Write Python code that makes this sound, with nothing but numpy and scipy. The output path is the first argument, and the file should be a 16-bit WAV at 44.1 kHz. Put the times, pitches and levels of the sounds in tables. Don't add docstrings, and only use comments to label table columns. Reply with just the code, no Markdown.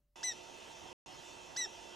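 import sys
import numpy as np
from scipy import signal
from scipy.io import wavfile
from scipy.ndimage import uniform_filter1d

SR = 44100
rng = np.random.default_rng(int(sys.argv[2]) if len(sys.argv) > 2 else 0)


def file_out(sig):
    cols = np.atleast_2d(sig).T
    lim = np.clip(cols, -1, 1)
    pcm = np.round(lim * 32767).astype(np.int16)
    wavfile.write(sys.argv[1], SR, pcm)


def to_linear_factor(level_db):
    exponent = np.asarray(level_db, float) / 20
    return 10 ** exponent


N = 85995

# (f/Hz, left-right likeness from 0 to 1)
SAME = [(60, 0.2), (640, 0.1), (1500, 0.074), (3300, 0.18), (3450, .97), (6800, 1), (11000, 1), (15000, .8)]
# (f/Hz, left minus right/dB)
TILT = [(60, -5.5), (150, -6.5), (380, -9.5), (950, -7), (2380, -3.5), (5980, 1.5), (15000, -2)]


def evened(x):
    return x / np.sqrt(np.mean(x ** 2) + 1e-20)


def read(points, hz):
    f, value = np.transpose(points)
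    return np.interp(np.log(hz + 1), np.log(f + 1), value)


def drift(rate_hz, size):
    span = max(int(SR / rate_hz), 2)
    return evened(uniform_filter1d(uniform_filter1d(rng.standard_normal(size), span), span))


def sides(db):
    return to_linear_factor(np.array([[db / 2], [-db / 2]]))


def noise(shape, level_db, lo_hz, hi_hz, patchy_db, swell_db, same=SAME, tilt=TILT):
    frames, hz = N // 256 + 5, np.fft.rfftfreq(1024, 1 / SR)
    a, b, c, d, patches = rng.standard_normal((frames, 513, 5)).T
    patches = evened(uniform_filter1d(uniform_filter1d(patches, size=8, axis=0), size=10, axis=1))
    swell = evened(uniform_filter1d(rng.standard_normal(frames), size=30))

    like = np.clip(read(same, hz), -1, 1)[:, None]
    lean = to_linear_factor(read(tilt, hz)[:, None] / 2)
    left = a + 1j * b
    right = like * left + np.sqrt(1 - like ** 2) * (c + 1j * d)
    z = np.array([left * lean, right / lean])

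    z *= to_linear_factor(read(shape, hz)[:, None] + patchy_db * patches + swell_db * swell)
    z *= ((hz >= lo_hz) & (hz < hi_hz))[:, None]
    out = signal.istft(z, nperseg=1024, noverlap=768)[1][:, :N]
    return to_linear_factor(level_db) * out / np.std(out.mean(0))


def idle():
    # (f/Hz, density/dB per Hz)
    rumble = [(25, -3.5), (48, -8), (90, -10.5), (250, -23), (500, -31), (1200, -35.5), (2500, -40.5),
              (15700, -41)]
    # (f/Hz, rms level/dB)
    hum_tones = [(48, -79), (583, -95), (11870, -112), (15600, -108)]
    t = np.arange(N) / SR
    hum = sum(np.sqrt(2) * to_linear_factor(db) * np.sin(2 * np.pi * hz * t) for hz, db in hum_tones)
    return hum + noise(rumble, -83.5, 20, 16000, patchy_db=-1.7, swell_db=1.8,
                       same=[(20, 1.0), (9000, 0.81)], tilt=[(20, .1), (9000, .1)])


def water_wash():
    # (f/Hz, density/dB per Hz)
    wash = [(15, -45), (25, -19), (48, -9), (204, -8), (353, -5), (388, -5.5), (893, -5), (1210, -11.5),
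            (2300, -15.5), (2990, -46), (5060, -120)]
    return noise(wash, -58, 20, 2300, patchy_db=1.5, swell_db=-0.56)


def hiss():
    # (f/Hz, density/dB per Hz)
    hiss_curve = [(2300, -12), (2650, -2), (3250, -9), (3750, -10), (6400, -9.5), (9200, -20), (11200, -26),
                  (15800, -36)]
    return noise(hiss_curve, -62, 2300, 15000, patchy_db=2.84, swell_db=1.0)


def whine(lines, waver_db, rate_hz, spread, wander, gain_db):
    t, out = np.arange(N) / SR, np.zeros((2, N))
    for hz, db in lines:
        phase, lead = rng.random(2) * 2 * np.pi
        turn = 2 * np.pi * hz * t + phase + wander * drift(rate_hz, N)
        lead *= spread * np.sqrt(1 - np.clip(read(SAME, hz), 0, 1) ** 2)
        level = np.sqrt(2) * to_linear_factor(db + gain_db + waver_db * drift(rate_hz, N))
        out += level * sides(read(TILT, hz)) * np.cos([turn + lead, turn])
    return out


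def motors():
    # (f/Hz, rms level/dB)
    reel = [(360.7, -69), (656.8, -73), (737.5, -75), (893.6, -72), (920.5, -68), (1314, -81), (1367, -81),
            (1593, -80), (1744, -82), (1986, -77), (2040, -80), (2331, -84)]
    drum = [(2460, -76), (2536, -79), (2622, -71), (2682, -70), (2907, -71), (3010, -78), (3130, -75),
            (3204, -70), (3498, -71), (3575, -71), (3801, -83), (3994, -80), (4118, -82), (4221, -78)]
    gears = [(4667, -81), (4888, -83), (5238, -80), (5335, -73), (5389, -76), (5561, -81), (5615, -80),
             (5835, -83), (6008, -72), (6062, -79), (6282, -77), (6336, -83), (6508, -78), (6568, -83)]
    bearing = [(6675, -78), (6729, -82), (6901, -81), (7127, -83), (7348, -81), (7569, -88), (7795, -88),
               (8500, -87), (9959, -93), (11057, -88), (11122, -91)]
    return (whine(reel, waver_db=1.5, rate_hz=27, spread=0.54, wander=0.52, gain_db=2.2)
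            + whine(drum, waver_db=3.5, rate_hz=30, spread=0.24, wander=0.63, gain_db=0.8)
            + whine(gears, waver_db=3.0, rate_hz=27, spread=0.13, wander=0.63, gain_db=0.36)
            + whine(bearing, waver_db=3.5, rate_hz=52, spread=1.0, wander=1.3, gain_db=1.6))


def squeak(call):
    # (multiple of pitch, level/dB, left minus right/dB, left lead/rad)
    voice = [(1, 10, -7, 1.0), (2, 2.5, -0.3, 0.2), (3, 8, 1.5, 0.12), (4, -3, 1.8, 0.1),
             (5, -17.5, 4.5, 0.12), (6, -23.5, 3.3, 0.1), (7, -35, -2.5, 0.1)]
    # (f/Hz, level/dB)
    throat = [(3000, -8), (3800, 0), (4250, -1), (4650, -9), (5300, -2), (6300, 1), (9300, -5), (10200, 0)]
    jitter, skew_rad = 0.00072, 0.3
    flutter_db, flutter_hz = 0.73, 110

    s, hz, effort_db, beak_db = np.transpose(call)
    t = np.arange(N) / SR
    pitch = uniform_filter1d(np.interp(t, s, hz), size=90)
    turn = 2 * np.pi * np.cumsum(pitch * (1 + jitter * drift(340, N))) / SR
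    edge = np.clip(np.minimum(t - s[0], s[-1] - t) / 0.00068, 0, 1)
    effort = edge * to_linear_factor(np.interp(t, s, effort_db))
    beak = np.interp(t, s, beak_db)

    out = np.zeros((2, N))
    for k, db, pan_db, lead in voice:
        flutter = flutter_db * np.sqrt(k) * drift(flutter_hz, N)
        tone_db = db + read(throat, k * pitch) + min(k - 1, 3) * beak + flutter
        phase = k * turn + skew_rad * k * k
        out += effort * to_linear_factor(tone_db) * sides(pan_db) * np.cos([phase + lead, phase])
    return out


def hummingbird():
    # (t/s, pitch f/Hz, effort level/dB, beak opening/dB per overtone)
    first_call = [
        (.2305, 1480, -43.5, 0.5),
        (.2342, 1724, -48, 2.2),
        (.238, 1924, -47, 1),
        (.244, 2029, -45, 1.8),
        (.254, 2025, -44.5, 1.1),
        (.286, 1966, -45.5, 0.8),
        (.303, 1926, -44, -2),
        (.3225, 1827, -50, -0.1),
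        (.3285, 1710, -62, 3.7),
    ]
    second_call = [
        (1.5625, 1440, -48.5, 1.5),
        (1.567, 1664, -46.5, 1.5),
        (1.573, 1960, -49.5, 2),
        (1.579, 2000, -43.5, .5),
        (1.6, 2005, -44.5, 0.5),
        (1.61, 1956, -42, -2),
        (1.643, 1893, -44.5, 1),
        (1.652, 1807, -50, 0),
        (1.6635, 1684, -53, -2),
    ]
    return squeak(first_call) + squeak(second_call)


def forest(x):
    # (delay t/s, level/dB)
    bounces = [
        (.0031, -9.5),
        (.0072, -16),
        (0.0145, -15.5),
        (.019, -19.5),
    ]
    tail_db, t60_s, gap_s = -20, 0.5, 0.012
    t = np.arange(SR // 2) / SR
    near = np.zeros(len(t))
    for s, db in bounces:
        near[round(s * SR)] += to_linear_factor(db)
    taps = rng.standard_normal((2, len(t))) * (rng.random((2, len(t))) < .05)
    taps = (taps + taps[::-1]) * to_linear_factor(-60 * t / t60_s) * (t > gap_s)
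    tail = to_linear_factor(tail_db) * taps / np.linalg.norm(taps[0])
    echo = signal.lfilter(*signal.butter(2, 3650, "high", fs=SR), near + tail)
    return x + signal.fftconvolve(x, echo, axes=1)[:, :N]


def blip(start_s, hz, decay_s, db):
    t = np.arange(N) / SR - start_s
    u = np.clip(t, 0, None) / decay_s
    return to_linear_factor(db) * u * np.exp(1 - u) * np.sin(2 * np.pi * hz * t)


def drips():
    # (t/s, f/Hz, decay t/s, level/dB, left minus right/dB)
    drops = [
        (.235, 730, .012, -57, -9),
        (.27, 750, .012, -56, -9),
        (.85, 760, .015, -55, -9),
        (1.08, 750, .012, -56, -9),
        (1.775, 680, .008, -55, -9),
    ]
    knock = [
        (1.6575, 850, .003, -51, -2),
        (1.657, 400, .004, -51, -9),
        (1.658, 1350, .0015, -52, 2),
        (1.667, 750, .003, -53, -9),
    ]
    return sum(blip(s, hz, decay_s, db) * sides(pan_db)
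               for s, hz, decay_s, db, pan_db in [*drops, *knock])


def tick():
    return blip(.568, hz=14000, decay_s=.00005, db=-54)


def scene():
    return water_wash() + hiss() + motors() + forest(hummingbird()) + drips() + tick()


def roll_off(x):
    return signal.sosfilt(signal.butter(12, 15820, fs=SR, output="sos"), x)


def record(dry):
    open_s, drop_s, back_s = .157, .9297, 1.0607
    t = np.arange(N) / SR
    opened = np.clip((t - open_s) / 0.00157, 0, 1)
    kept = np.clip(np.maximum(drop_s - t, t - back_s) / 0.00033 + 1, 0, 1)
    line = idle() * (1 - 0.19 * opened)
    return roll_off((dry * opened + line) * kept)


dry = scene()
out = record(dry)
file_out(out)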